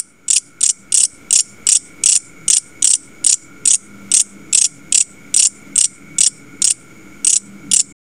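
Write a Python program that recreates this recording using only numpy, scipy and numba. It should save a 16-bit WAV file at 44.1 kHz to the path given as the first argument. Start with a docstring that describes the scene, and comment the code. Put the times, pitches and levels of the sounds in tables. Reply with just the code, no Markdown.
"""The scene fades in over about two seconds, with a grasshopper's chirp already under way. Behind it are air hiss,
a far engine drone and a distant chorus, all made of filtered noise. Close by, legs rub on wings in short chirps:
each snap of a leg peg rings the wing. A chirp is a light stroke, a hard one, a faint return and two or three
full down-up cycles. A limiter turns everything down under loud chirps and the loudest strokes overload.
The drone waxes and wanes throughout, and the sound stops abruptly just before the end."""
import sys
import numpy as np
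from scipy import signal
from scipy.fft import rfft, irfft, next_fast_len
from scipy.io import wavfile
from scipy.ndimage import uniform_filter1d
from numba import njit

SR = 44100
rng = np.random.default_rng(int(sys.argv[2]) if len(sys.argv) > 2 else 0)


def to_wav(s):
    """Save 16-bit WAV."""
    ch = np.atleast_2d(s).T  # columns
    pcm = np.round(np.clip(ch, -1, 1) * 32767)  # PCM
    wavfile.write(sys.argv[1], SR, pcm.astype(np.int16))


N = 353770  # length in samples, about 8 s

MIC_TOP_HZ = 10800  # top of the band in which the small microphone picks up the insect


def gain_of(db):
    """Turn decibels into a multiplier for the wave."""
    return 10 ** (np.asarray(db) / 20)


def evened(x):
    """Scale a sound to an rms (average strength) of 1."""
    return x / np.sqrt(np.mean(x ** 2) + 1e-20)


def curve(points):
    """Join (time, value) points with straight lines, one value per sample."""
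    s, value = np.transpose(points)
    return np.interp(np.arange(N) / SR, s, value)


def add(mix, s, sound):
    """Lay a sound into the mix from second s on."""
    part = mix[round(s * SR):][:len(sound)]
    part += sound[:len(part)]


def wander(per_s):
    """Random drift: straight lines between per_s random points each second."""
    knots = rng.standard_normal(2000)
    return np.interp(np.arange(N) / SR * per_s, np.arange(len(knots)), knots)


def band(hz, width):
    """Noise in one bell-shaped band; at half the width from its middle the wave is half as strong."""
    f = np.fft.rfftfreq(N, 1 / SR)
    bell = 1 / (1 + (2 * (f - hz) / width) ** 2)
    return evened(irfft(rfft(rng.standard_normal(N)) * bell, N))


def air():
    """Wide hiss and rumble: noise coloured by a smooth curve, with a level that drifts."""
    # colour of the air noise: (frequency [Hz], relative level [dB])
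    air_colour = [(15, -14), (60, -12), (200, -4.5), (450, -11), (800, -21.5), (1800, -24), (3200, -25),
                  (4300, -32.5), (5600, -27.5), (9000, -29.5), (11000, -36.5), (15000, -37), (20000, -43)]
    air_db, drift_db = -42.5, 1.2
    hz, db = np.transpose(air_colour)
    f = np.fft.rfftfreq(N, 1 / SR)
    colour = gain_of(np.interp(np.log(f + 1), np.log(hz), db))
    noise = evened(irfft(rfft(rng.standard_normal(N)) * colour, N))
    return gain_of(air_db + drift_db * wander(4.07)) * noise


def drone():
    """Far engine: blurred partials near multiples of 40 Hz; deep, middle and upper ones wax apart."""
    # drone partials: (frequency [Hz], width [Hz], level before the swells [dB])
    partials = [(123.8, 14, -54.5), (162.3, 18, -52), (197.7, 13, -46.5), (282.5, 14, -47),
                (320.5, 36, -50), (431.6, 13, -59)]
    # swells of the higher partials: (time [s], middle partial change [dB], upper partials change [dB])
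    swell_points = [(0, -0.5, -4.5), (2.4, -7, 0), (3.1, -8.5, 2), (3.9, 4, -0.5), (4.4, 7.5, 3.5),
                    (4.8, -2.5, 2), (5.6, 3, -0.5), (6.5, 2.5, 3.5), (7.2, 1, 3), (7.6, 11.5, 5.5),
                    (8.1, 5, 6)]
    deep_start_db, deep_rise_db_per_s, deep_wander_db = -4.5, 1.14, 3.5
    t = np.arange(N) / SR
    s, middle, upper = np.transpose(swell_points)
    deep = deep_start_db + deep_rise_db_per_s * t + deep_wander_db * wander(2.5)
    swells = (deep, np.interp(t, s, middle), np.interp(t, s, upper))
    out = np.zeros(N)
    for hz, width, db in partials:
        group = int(hz > 180) + int(hz > 240)  # 0 deep, 1 middle, 2 upper
        out += gain_of(db + swells[group]) * band(hz, width)
    return out


def chorus():
    """Far callers blur into two croaking bands and a high insect band; a band with depth above 0 throbs."""
    # bands: (frequency [Hz], width [Hz], level before drift and throb [dB], throb rate [per s], throb depth [0-1])
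    callers = [(1399, 165, -48, 55, 0), (2223, 182, -45, 45, 0.12), (6870, 430, -54, 30, 0)]
    out = np.zeros(N)
    for hz, width, db, per_s, depth in callers:
        uneven_rate = per_s * (1 + 0.1536 * wander(4.1))
        throb = 1 + depth * np.cos(2 * np.pi * np.cumsum(uneven_rate) / SR)
        out += gain_of(db + 1.0 * wander(1.6)) * band(hz, width) * throb
    return out


def tail(db, t60, delay_s, low_hz):
    """Scattered sound: noise above low_hz starts after a delay and falls 60 dB in t60 seconds."""
    t = np.arange(SR // 2) / SR - delay_s
    burst = rng.standard_normal(len(t)) * gain_of(-60 * abs(t) / t60)
    burst = burst * np.clip(t * 500, 0, 1)  # silent before the delay, then a 2 ms rise
    burst = signal.sosfilt(signal.butter(2, low_hz, "high", fs=SR, output="sos"), burst)
    return gain_of(db) * burst / np.linalg.norm(burst)


def meadow(x):
    """Quick scatter from nearby stalks, a faint longer wash of treble and one blurred echo from farther off."""
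    near = tail(db=-10, t60=0.032, delay_s=0.00068, low_hz=2100)
    wash = tail(db=-28, t60=0.18, delay_s=0.01, low_hz=4640)
    echo = tail(db=-41.5, t60=0.24, delay_s=0.088, low_hz=4400)
    return signal.fftconvolve(x, near + wash + echo)[:len(x)]


def stroke(ms, db, bright_hz, modes, rise, fall, bite, body_db, pegs_per_s, focus_db):
    """The pegs of the leg snap over a wing vein in jerky runs; each snap rings the wing modes."""
    length = round(ms * SR / 1000)
    u = np.arange(length) / (ms * SR / 1000)  # 0 to 1 through the stroke
    chance, size, sign = rng.random((3, 1300))[:, :len(u)]
    jerks = np.interp(np.arange(len(u)) / SR * 750, np.arange(30), rng.standard_normal(30))
    snaps = (chance < pegs_per_s / SR) * (.4 + size) * np.sign(sign - .5)
    snaps = snaps * gain_of(6.0 * np.clip(jerks, -2, 1.2))
    snaps[round(rise * len(u))] += bite  # one extra snap where the push is full
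    push_in = np.sin(np.pi / 2 * np.clip(u / rise, 0, 1)) ** 2
    push_out = np.sin(np.pi / 2 * np.clip((1 - u) / fall, 0, 1))

    hz, width, mode_db = modes[:, :, None]
    # the rubbed spot favours modes near its own pitch
    near_db = -focus_db * np.log2(hz / bright_hz) ** 2
    mode_db = mode_db + np.where(hz > 5000, near_db, body_db) + 1.2 * rng.standard_normal(hz.shape)
    t = np.arange(400) / SR
    uneven_hz = hz * (1 + 0.019 * rng.standard_normal(hz.shape))
    phase = 2 * np.pi * uneven_hz * t + np.pi * np.arange(len(hz))[:, None]
    decay = np.exp(-np.pi * width * t)  # wider modes die faster
    ring = (gain_of(mode_db) * np.sqrt(width) * decay * np.sin(phase)).sum(0)
    sound = np.convolve(snaps * push_in * push_out, ring * np.minimum(t * 8000, 1))
    return gain_of(db) * sound / np.sqrt((sound ** 2).sum() / len(u) + 1e-20)


def grasshopper():
    """Legs rub in chirps: strokes from rest bite at once, down strokes after an up stroke swell."""
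    # wing modes: (frequency [Hz], width [Hz], relative down-stroke level [dB], relative up-stroke level [dB])
    wing_modes = [(2353, 570, -21.5, -26.5), (2760, 296, -14.5, -28.5), (3450, 420, -12.5, -18.5),
                  (4060, 660, -17, -24), (5748, 470, 0.5, 4), (6813, 180, -2.5, -3.5), (7245, 305, -2, 0),
                  (7883, 340, 1, -8.5), (8259, 430, 3.5, -25), (8974, 390, -2.5, 6.5),
                  (9860, 280, -9.5, -19), (9883, 510, -5.5, -7.5), (10340, 500, -19, -7)]
    # chirps: (start [s], wait until the hard stroke [ms], full leg cycles after it [count], cycle [ms],
    #          opening stroke level [dB], base down-stroke level [dB], base up-stroke level [dB])
    chirps = [(-0.097, 15.7, 2, 29.4, 1, 0.5, 3.5), (0.2813, 20.4, 2, 30, -5, 5.5, -0.5),
              (0.607, 21.8, 2, 30, -6, 2.5, -4.5), (0.9214, 20.2, 3, 30.5, -6, 3.5, -1),
              (1.3063, 19.8, 2, 31, -7.5, 5, 2), (1.6676, 20.4, 2, 31.2, -4.5, 6, 0),
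              (2.0356, 22.3, 3, 32.2, -6.5, 5, -3), (2.4798, 20.7, 2, 31.6, -6, 2.5, -2),
              (2.822, 20.6, 3, 30.2, -6.5, 3.5, -2.5), (3.242, 21.4, 2, 28.8, -8, 2.5, -2),
              (3.6536, 20.2, 2, 30.3, -6.5, 2.2, -4.5), (4.1151, 22.8, 2, 29.4, -7, 1.5, -5.5),
              (4.5269, 19.3, 3, 33.2, -6, 1, -11), (4.9226, 21.8, 2, 30, -4, 2.5, -9.5),
              (5.3408, 21.5, 3, 29.4, -5.5, 3.5, -0.5), (5.756, 22, 2, 29.3, -5, 4.5, -4),
              (6.1833, 21.8, 2, 27.6, -4.5, 3, -6), (6.6184, 23.2, 2, 29.2, -6.5, 0.3, -8.5),
              (7.2452, 22.4, 3, 30, -6.5, 1.8, -9), (7.7135, 20.1, 2, 29.5, -7, 4, -7.5)]
    open_ms, open_hz = 7.4, 7860  # light opening stroke
    hard_ms, hard_db, hard_hz = 15, -0.1, 8080  # short hard down stroke
    return_after_ms, return_ms, return_db, return_hz = 14.5, 8.7, -5.5, 6040  # faint return
    cycles_after_ms = 23.0  # from the hard stroke to the first full cycle
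    down_share, up_from, up_share = .68, .7, .29  # parts of one cycle
    down_hz, up_hz, last_down_hz = 7480, 7900, 7530
    last_down_db, last_up_db = 1.5, 3  # the closing cycle is pushed harder
    uneven = (0.72, 146.6)  # random spread of strokes: level [dB], pitch [Hz]
    lead_s = .2  # room for the chirp already under way at the start
    bites, swells = (.05, 0.21, 1.5), (.6, 0.24, 1)  # (rise share, fall share, extra snap)
    out = np.zeros(N + round(lead_s * SR))
    wing = np.transpose(wing_modes)

    def down(s, ms, db, hz, shape, body_db=0):
        """Push the leg down: the down-stroke mode levels ring."""
        db, hz = (db, hz) + rng.standard_normal(2) * uneven
        sound = stroke(ms, db, hz, wing[[0, 1, 2]], *shape, body_db, pegs_per_s=4300, focus_db=34.5)
        add(out, lead_s + s, sound)

    def up(s, ms, db, hz):
        """Draw the leg up: the up-stroke mode levels ring, with no extra snap."""
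        db, hz = (db, hz) + rng.standard_normal(2) * uneven
        sound = stroke(ms, db, hz, wing[[0, 1, 3]], 0.35, 0.33, 0, 0, pegs_per_s=4500, focus_db=29)
        add(out, lead_s + s, sound)

    for s, wait_ms, cycles, cycle_ms, open_db, down_db, up_db in chirps:
        hard_s = s + wait_ms / 1000
        down(s, open_ms, open_db, open_hz, bites, body_db=2.5)  # more low body
        down(hard_s, hard_ms, down_db + hard_db, hard_hz, bites)
        up(hard_s + return_after_ms / 1000, return_ms, up_db + return_db, return_hz)
        for k in range(round(cycles)):
            at = hard_s + (cycles_after_ms + k * cycle_ms) / 1000
            last = k == round(cycles) - 1
            pitch = last_down_hz if last else down_hz
            down(at, down_share * cycle_ms, down_db + last * last_down_db, pitch, swells)
            up_s = at + up_from * cycle_ms / 1000
            up(up_s, up_share * cycle_ms, up_db + last * last_up_db, up_hz)
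    return signal.sosfilt(signal.butter(3, 1900, "high", fs=SR, output="sos"), out)


def scene():
    """Mix the insect and its scatter with the background, then shape the level of the whole."""
    # level of the whole scene: (time [s], level [dB])
    fade_points = [(0, -14), (.5, -6), (1.2, -1), (2.2, 0.5), (4, 0), (8.1, -2)]
    insect = grasshopper()
    insect = insect + meadow(insect)
    top_cut = signal.cheby1(12, .5, MIC_TOP_HZ, fs=SR, output="sos")
    insect = signal.sosfilt(top_cut, insect)[-N:]  # drop the lead-in
    offset = -.0088  # a small offset of the microphone line, before the fade
    mix = insect + air() + drone() + chorus() + offset
    return (mix * gain_of(curve(fade_points)))[None]


@njit
def follow(allowed, attack, release):
    """Gain that drops quickly towards what the peaks allow and creeps back up."""
    out, now = np.empty(len(allowed)), allowed[:200].min()
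    for k in range(len(allowed)):
        now += (allowed[k] - now) * (attack if allowed[k] < now else release)
        out[k] = now
    return out


def record(dry):
    """A lagging peak limiter, fizz that rides on loud sound, overload, an abrupt stop and a treble limit."""
    attack_s, release_s = .0006, .16
    peaks = abs(signal.hilbert(dry[0], next_fast_len(N))[:N])
    allowed = np.minimum(1, 1.0 / (peaks + 1e-9))
    ducked = dry * follow(allowed, 1 / (attack_s * SR), 1 / (release_s * SR))

    loudness = np.sqrt(abs(uniform_filter1d(ducked ** 2, 400)))
    fizz = gain_of(-33) * loudness * signal.lfilter([1], [1, -.5], rng.standard_normal(N))

    ceiling = .93
    clipped = ceiling * ducked / (1 + abs(ducked / ceiling) ** 10) ** (1 / 10)
    # the overload's distortion is 9 dB softer outside the band from 1.8 to 10.8 kHz
    middle_band = signal.firwin(127, [1800, MIC_TOP_HZ], pass_zero=False, fs=SR)[None]
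    distortion = clipped - ducked
    splatter = distortion - signal.oaconvolve(distortion, middle_band, "same")
    sound = clipped - (1 - gain_of(-9)) * splatter + fizz

    stop_s, stop_fade_s, treble_limit_hz = 7.926, 0.0038, 15600
    sound = sound * np.clip((stop_s - np.arange(N) / SR) / stop_fade_s, 0, 1)
    low_pass = signal.firwin(255, treble_limit_hz, window=("kaiser", 8), fs=SR)[None]
    return signal.oaconvolve(sound, low_pass, "same")


dry = scene()
out = record(dry)
to_wav(out)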